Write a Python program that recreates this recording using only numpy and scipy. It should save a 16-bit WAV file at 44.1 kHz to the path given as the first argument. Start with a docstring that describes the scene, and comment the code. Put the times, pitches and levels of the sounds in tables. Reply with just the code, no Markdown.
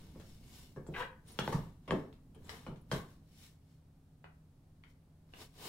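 """An appliance hums low in a small, hard kitchen. For three seconds someone steps softly across hardwood:
heel and sole knock the boards, the room answers each contact, and jeans and sleeves swish and catch.
About a second in, one board sticks and slips in a creak. Then the walker stops and the floor calms.
Hands and clothes give a few faint ticks, and a last shift of weight rustles the cloth."""
import sys
import numpy as np
from scipy import signal
from scipy.fft import rfft, irfft, next_fast_len
from scipy.io import wavfile
from scipy.ndimage import uniform_filter1d, map_coordinates

SR = 44100
rng = np.random.default_rng(int(sys.argv[2]) if len(sys.argv) > 2 else 0)


def store_wav(level_fs):
    """Save 16-bit WAV to argv[1]."""
    pcm = np.round(np.clip(np.atleast_2d(level_fs), -1, 1) * 32767)
    wavfile.write(sys.argv[1], SR, pcm.T.astype(np.int16))


N = 250750


def amp(db):
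    """Decibels to gain."""
    return 10 ** (np.asarray(db) / 20)


def unit(x):
    """Scale to rms 1."""
    return x / np.sqrt(np.mean(x ** 2) + 1e-20)


def along(points, hz):
    """Read a curve of (f/Hz, value) points on a log frequency axis."""
    f, v = np.transpose(points)
    return np.interp(np.log(hz + 1), np.log(f + 1), v)


def curves(rows):
    """One automation curve for each column after the time."""
    s, *cols = np.transpose(rows)
    return [np.interp(np.arange(N) / SR, s, c) for c in cols]


def wobble(rate):
    """A smooth random curve, rate knots a second."""
    return map_coordinates(rng.standard_normal(int(N * rate / SR) + 4), [np.arange(N) * rate / SR])


def ripple(hz, width_hz):
    """A smooth random EQ curve: near surfaces colour each sound in their own way."""
    return map_coordinates(rng.standard_normal(int(SR / width_hz) + 4), [hz / width_hz])


def filtered(x, response):
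    """Pass x through a frequency response."""
    n = x.shape[-1]
    m = next_fast_len(n + SR // 4)
    return irfft(rfft(x, m) * response(np.fft.rfftfreq(m, 1 / SR)), m)[..., :n]


def causal(gain):
    """The minimum-phase response with this gain: it rings only after the blow."""
    cepstrum = irfft(np.log(np.maximum(gain, 1e-6)))
    half = len(cepstrum) // 2
    cepstrum[1:half] *= 2
    cepstrum[half + 1:] = 0
    return np.exp(rfft(cepstrum))


def resonances(modes, hz):
    """Summed power gain of (f/Hz, width/Hz, level/dB) resonances."""
    return sum(np.abs(amp(db) * hz * w / (f * f - hz * hz + 1j * hz * w)) ** 2 for f, w, db in modes)


def add(track, s, sound):
    """Mix a sound in at time s."""
    part = track[:, max(round(s * SR), 0):][:, :sound.shape[1]]
    part += sound[:, :part.shape[1]]


def diffuse(size):
    """Stereo white noise, centred in the bass and wide in the treble."""
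    # likeness of left and right: f/Hz, correlation
    alike = [(100, 0.98), (170, 0.99), (290, 0.91), (640, 0.74), (1400, 0.25), (3000, 0.098), (8000, 0.071)]

    def width(hz):
        angle = np.arccos(np.clip(along(alike, hz), -1, 1)) / 2
        return np.array([np.cos(angle), np.sin(angle)])
    mid, side = filtered(rng.standard_normal((2, size)), width)
    return np.array([mid + side, mid - side])


def rush(spectrum):
    """Diffuse noise of rms 1 with the given spectral shape."""
    return unit(filtered(diffuse(N), lambda hz: amp(along(spectrum, hz))))


def kitchen(direct_db, build_s=0.0016, early_db=4, early_s=0.058, soft_hz=5000, lag_s=.00006):
    """A fresh room response: direct sound, strong early echoes off the cabinets, then the tail."""
    # reverb time: f/Hz, t60/s
    decay = [(100, 0.39), (260, 0.41), (700, 0.38), (1840, 0.41), (4850, 0.21), (14000, 0.11)]
    size = SR // 2
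    t = np.arange(size) / SR
    hz, s, spectra = signal.stft(diffuse(size), SR, nperseg=256)
    tail = signal.istft(spectra * amp(-60 * s / along(decay, hz)[:, None]), SR, nperseg=256)[1][:, :size]
    tail = tail * (1 - np.exp(-t / build_s)) * amp(early_db * np.exp(-t / early_s))
    # treble above soft_hz arrives mostly off the walls; the rest reaches left just before right
    lag = lambda hz: np.exp(-2j * np.pi * np.outer([0, lag_s], hz))
    direct = filtered(1. * (t == 0), lambda hz: lag(hz) * causal(1 / np.sqrt(1 + (hz / soft_hz) ** 6)))
    return tail / np.linalg.norm(tail[0]) + amp(direct_db) * direct


def room_tone(air_db=-66, hum_db=-1, drift_rad=0.53):
    """The bed: still air and a slightly unsteady appliance hum."""
    # air spectrum: f/Hz, relative level/dB
    air = [(12, -19.5), (20, -2), (153, -4), (207, -15.5), (416, -20), (834, -25), (958, -28),
           (1160, -29.5), (2270, -36.5), (4430, -37.5), (6720, -41), (9130, -39.5), (15500, -44.5)]
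    # appliance tones: f/Hz, level/dB relative to hum_db
    tones = [(86.1, -70.5), (156.1, -66.5), (269.2, -75.5)]
    t = np.arange(N) / SR
    hum = np.zeros(N)
    for hz, db in tones:
        peak = np.sqrt(2) * amp(db + hum_db + 1.6 * wobble(4.8))
        hum += peak * np.sin(2 * np.pi * hz * t + drift_rad * wobble(17))
    return amp(air_db) * rush(air) + hum


def rumble(level_db=-3, walking_db=-59, standing_db=-64.5, stop_s=3.5, calm_s=0.23):
    """The floor stirs under each shift of weight and calms once the walker stands."""
    # shifts from leg to leg: t/s, relative level/dB, half length/s
    shifts = [(.1, -54.5, 0.82), (.95, -50.5, 0.08), (1.58, -45, .08), (2.48, -53.5, 0.12),
              (2.97, -46.5, 0.048), (5.41, -58, 0.074), (5.69, -57, 0.077)]
    # floor rumble spectrum: f/Hz, relative level/dB
    spectrum = [(20, -0.5), (45, -0.5), (90, 1), (160, -3), (220, -3), (400, -19), (700, -27), (2000, -43)]
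    t = np.arange(N) / SR
    standing = (1 + np.tanh((t - stop_s) / calm_s)) / 2
    power = amp(walking_db + (standing_db - walking_db) * standing) ** 2
    power += sum(amp(db) ** 2 * np.exp(-((t - s) / half_s) ** 2) for s, db, half_s in shifts)
    return amp(level_db) * np.sqrt(power) * rush(spectrum)


def squeaks(level_db=0, width_hz=500):
    """Soles and seams catch for a moment and give thin, narrow zips."""
    # zips: t/s, level/dB, pitch/Hz, decay/s
    zips = [(.866, -58.5, 7560, 0.015), (1.275, -57, 9350, 0.018), (1.316, -53.5, 9560, 0.013),
            (2.346, -64.5, 9200, 0.01), (2.441, -64.5, 7400, 0.026), (2.811, -66.5, 10900, 0.0092)]
    out = np.zeros((2, N))
    t = np.arange(SR // 4) / SR
    for s, db, pitch_hz, decay_s in zips:
        band = filtered(diffuse(len(t)), lambda hz: np.sqrt(resonances([(pitch_hz, width_hz, 0)], hz)))
        envelope = (1 - np.exp(-t / 0.0039)) * np.exp(-t / decay_s)
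        add(out, s, amp(db + level_db) * unit(band) * envelope)
    return out


def stroke(s, rise_s, fall_s, drop_db=20, shape=1.246):
    """Envelope of one rub, speeding up until time s, then slowing; shape 1 is pointed, 2 rounded."""
    t = np.arange(N) / SR - s
    distance = np.abs(np.where(t < 0, t / rise_s, t / fall_s))
    return amp(-drop_db * distance ** shape)


def fibres(patch_db=1.5):
    """Hiss of rms 1 whose brighter patches wander as the fabric moves."""
    # fibre hiss spectrum: f/Hz, relative level/dB
    hiss = [(800, -11.5), (2000, -0.5), (3300, 0.5), (7000, -2.5), (9400, -3), (15500, -8.5)]
    spectra = signal.stft(rush(hiss), nperseg=512)[2]
    patches = uniform_filter1d(rng.standard_normal(spectra.shape[1:]), size=3, axis=0)
    patches = uniform_filter1d(patches, size=16, axis=1)
    return unit(signal.istft(spectra * amp(patch_db * unit(patches)), nperseg=512)[1][:, :N])


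def cloth(swish_db=3, folds_db=0, grain_db=1, ripple_db=2.5, ripple_hz=90):
    """Fabric slides on fabric: catching fibres hiss over duller folds, coloured by near surfaces."""
    # rubs: fastest t/s, relative swish level/dB, relative fold level/dB, rise/s, fall/s
    rubs = [(.01, -72.5, -69, 0.13, 0.28), (.31, -70.5, -82, 0.36, 0.22), (.57, -62.5, -70.5, 0.19, .2),
            (1.0, -61.5, -54.5, 0.08, 0.097), (1.294, -65, -67, 0.044, 0.15),
            (1.479, -60.5, -53, 0.14, 0.21), (1.55, -62.5, -73, 0.041, 0.098),
            (1.949, -71.5, -64, 0.12, 0.17), (2.521, -63.5, -57.5, 0.096, 0.22),
            (2.944, -55.5, -50, 0.039, .11), (3.11, -75, -72.5, .12, 0.1116),
            (3.445, -64.5, -75.5, 0.17, 0.11), (3.721, -82.5, -88.5, .15, .12), (4.905, -81, -93, .07, .05),
            (5.42, -59, -58, 0.088, 0.071), (5.668, -52.5, -51.5, 0.11, 0.14)]
    # spectrum of the folds: f/Hz, relative level/dB
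    folds = [(100, -10.5), (250, 6), (420, 6), (600, 2.5), (1050, 1), (1600, -1), (2200, -6), (4000, -5.5),
             (9000, -54)]
    # rings in the rustle: f/Hz, width/Hz, level/dB
    rings = [(438, 31, 7), (950, 100, 2), (3720, 260, -1), (5400, 900, 1)]
    power = sum(np.outer(amp([hiss_db, fold_db]), stroke(s, rise_s, fall_s)) ** 2
                for s, hiss_db, fold_db, rise_s, fall_s in rubs)
    swish, body = np.sqrt(power)
    catching = amp(grain_db * wobble(250))
    rub = catching * (amp(swish_db) * swish * fibres() + amp(folds_db) * body * rush(folds))
    surfaces = lambda hz: amp(ripple_db * ripple(hz, ripple_hz) * np.minimum(hz / 1500, 1))
    return filtered(rub, lambda hz: causal(surfaces(hz) * np.sqrt(1 + resonances(rings, hz))))


def taps(level_db=23, contact_s=0.001004):
    """Hands and clothes touch lightly: each tick is a brush of a few milliseconds that does not ring."""
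    # touches: t/s, relative level/dB, then EQ offsets: body/dB, snap/dB, fizz/dB
    touches = [(2.128, -71, -5, -0.5, -11), (2.494, -46.5, -8, -5.5, -13.5), (2.76, -65.5, 7, -12, -16),
               (4.243, -51.5, -3.5, -12, -36.5), (4.838, -65, -3.5, -0.5, -22.5),
               (5.291, -75.5, -2, -13, -21), (5.337, -58.5, -4, 0.5, -22)]
    out = np.zeros((2, N))
    age = np.arange(SR // 40) / SR / contact_s
    for s, db, body_db, snap_db, fizz_db in touches:
        brush = rng.standard_normal((2, len(age))) * age * np.exp(-age)
        in_room = signal.fftconvolve(kitchen(direct_db=1.5), brush / np.linalg.norm(brush[0]), axes=1)
        eq = [(80, body_db - 8), (380, body_db + 12.5), (1050, 11.5), (3000, snap_db + 14),
              (5500, fizz_db + 18.5), (15000, fizz_db + 7)]
        tick = filtered(in_room, lambda hz: causal(amp(along(eq, hz))))
        add(out, s - contact_s, amp(db + level_db) * tick)
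    return out


def bending(hz, spread_s):
    """Bending waves carry the highs first: travel time goes as 1 / sqrt(f) and is spread_s at 1 kHz."""
    return np.exp(-4j * np.pi * spread_s * np.sqrt(hz * 1000))


def creak(level_db=-2, jitter=.2, scatter_db=3, edge_width_hz=230, spread_s=0.001976):
    """A board sticks and slips unevenly; the ring of its pinched edge slides as the weight rolls over."""
    # course of the creak: t/s, relative level/dB, slip rate/Hz, edge ring/Hz
    course = [(.937, -49, 295, 2460), (.945, -43, 345, 2600), (.957, -44.5, 386, 1830),
              (.975, -45.5, 377, 1106), (.993, -44, 452, 980), (1.001, -35, 504, 940),
              (1.012, -43, 540, 1250), (1.034, -46, 530, 1880), (1.044, -61, 250, 1706)]
    # the board's own rings: f/Hz, width/Hz, relative level/dB
    rings = [(479.5, 44, 2), (880, 92, 2), (1141, 89, -2.5), (1500, 51, 1.5), (1650, 55, -1),
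             (1970, 48, 1.5), (2700, 230, -6), (3230, 230, -8), (3950, 200, -10)]
    db, rate, pitch = curves(course)
    t = np.arange(N) / SR
    slip_count = np.floor(np.cumsum(rate * np.exp(jitter * wobble(300))) / SR)
    slips = (np.diff(slip_count, prepend=0) > 0) * (t > course[0][0]) * (t < course[-1][0])
    force = slips * np.sqrt(SR / rate) * amp(db + level_db + scatter_db * rng.standard_normal(N))
    # one resonance carried along the sliding pitch
    spin = np.exp(2j * np.pi * np.cumsum(pitch) / SR)
    pole = np.exp(-np.pi * edge_width_hz / SR)
    edge = (spin * signal.lfilter([np.sqrt(2 * (1 - pole ** 2))], [1, -pole], force / spin)).imag
    wood = lambda hz: unit(np.sqrt(resonances(rings, hz) / (1 + (hz / 4300) ** 12)))
    board = filtered(force, lambda hz: bending(hz, spread_s) * causal(wood(hz)))
    return signal.fftconvolve((edge + board)[None], kitchen(direct_db=2.5), axes=1)[:, :N] / 2


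def knock(db, thud_db, board_db, crack_db, scuff_db, direct_db, spot_ring, spread_s=.0022, ripple_db=4.5):
    """A contact bends the boards: a quick falling chirp, then the rings of floor and room."""
    # floor resonances: f/Hz, width/Hz, level/dB
    floor = [(38.8, 15, 10.5), (121.3, 20, 3), (149.5, 45, 1.5), (175.5, 37, -2), (288, 18, -1.5),
             (380, 90, 6), (437, 24, 9.5), (523, 44, 10), (640, 20, 5.5), (884, 49, 3), (1130, 67, 1),
             (1680, 23, -2.5), (3190, 200, 3.5)]
    modes = list(floor) + [spot_ring]  # each spot of the floor favours one ring
    eq = [(25, thud_db + 10), (70, thud_db + 6), (150, thud_db + 21.5), (380, board_db + 9.5),
          (1050, 4.65), (3000, crack_db + 3.5), (4600, scuff_db + 3), (7000, scuff_db),
          (15000, scuff_db - 11.5)]
    colour = lambda hz: amp(along(eq, hz) + ripple_db * ripple(hz, 220) * np.minimum(hz / 1500, 1))
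    boards = lambda hz: causal(colour(hz) * np.sqrt(1 + resonances(modes, hz))) * bending(hz, spread_s)
    return amp(db) * filtered(kitchen(direct_db), boards)


def footsteps(level_db=23, lead_s=.0011, settle_s=0.041, settle_db=-10.5):
    """Each footfall is a bright heel knock, then a duller sole slap, and a softer repeat of that slap as the
    weight settles."""
    # footfalls, levels relative: t/s, heel/dB, crack/dB, scuff/dB, heel direct sound/dB, heel ring/Hz,
    # roll onto the sole/s, sole thud/dB, sole board/dB, sole ring/Hz
    footfalls = [(0.15, -58, -14, -32, -6.5, 434, 0.0063, -54, -51, 434),
                 (.199, -52.5, -7, -6.5, -4, 1410, 0.021, -67, -66, 500),
                 (.762, -43, -21, -23, -6, 410, .01, -45.5, -46.5, 398),
                 (.866, -51, -19, -15, 0, 400, 0.019, -43, -44, 380),
                 (1.3893, -30, -4, -8, 2, 2980, .019, -39, -40.5, 420),
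                 (1.477, -35.5, -14, -15.5, 6.5, 930, 0.013, -43.5, -40, 477),
                 (1.526, -31.5, -16, -13, -5.5, 950, 0.013, -30.5, -44.5, 170.5),
                 (1.878, -34.5, -16.5, -23, -9, 970, 0.016, -54.5, -46, 445),
                 (1.908, -32, -8, -16.5, 5.5, 437, .011, -34, -26, 275),
                 (2.347, -60.5, -3, -10, -6, 400, 0.014, -62, -58, 400),
                 (2.665, -40.5, -12.5, -20.5, -4, 1460, .017, -41.5, -46.5, 388),
                 (2.915, -31, -9.5, -7, -1.5, 1134, .014, -36.5, -39, 392)]
    heel_thud_db, heel_board_db = -9, -7.5  # a heel is light in the bass
    soft_db, dull_db = -10, -8  # a sole has less knock and less treble
    heel_q, heel_ring_db, sole_q, sole_ring_db = 9, 5.5, 7.5, 9.5
    out = np.zeros((2, N))
    for s, heel_db, crack_db, scuff_db, direct_db, heel_hz, roll_s, thud_db, board_db, sole_hz in footfalls:
        heel_ring = (heel_hz, heel_hz / heel_q, heel_ring_db)
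        heel = knock(heel_db, heel_thud_db, heel_board_db, crack_db, scuff_db, direct_db, heel_ring)
        add(out, s - lead_s, heel)
        sole_ring = (sole_hz, sole_hz / sole_q, sole_ring_db)
        sole_db = board_db + soft_db
        sole_eq = (thud_db - sole_db, -soft_db, crack_db + dull_db, scuff_db + dull_db)
        for delay_s, db in [(0, sole_db), (settle_s, sole_db + settle_db)]:
            add(out, s + roll_s + delay_s, knock(db, *sole_eq, direct_db=0, spot_ring=sole_ring))
    return amp(level_db) * out


def scene():
    """The walker sits a little left in the stereo image, over the room tone."""
    # pan by frequency: f/Hz, left minus right/dB
    pan = [(150, -0.5), (500, 0.8), (1200, 2.1), (2800, 3.5), (5500, 3), (9000, -0.5), (14000, -0.5)]
    walker = footsteps() + creak() + taps() + cloth() + squeaks() + rumble()
    return filtered(walker, lambda hz: amp(np.outer([.5, -.5], along(pan, hz)))) + room_tone()


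def record(dry):
    """A brick-wall low-pass takes off the very top."""
    top_hz = 15800
    return filtered(dry, lambda hz: hz < top_hz)


dry = scene()
out = record(dry)
store_wav(out)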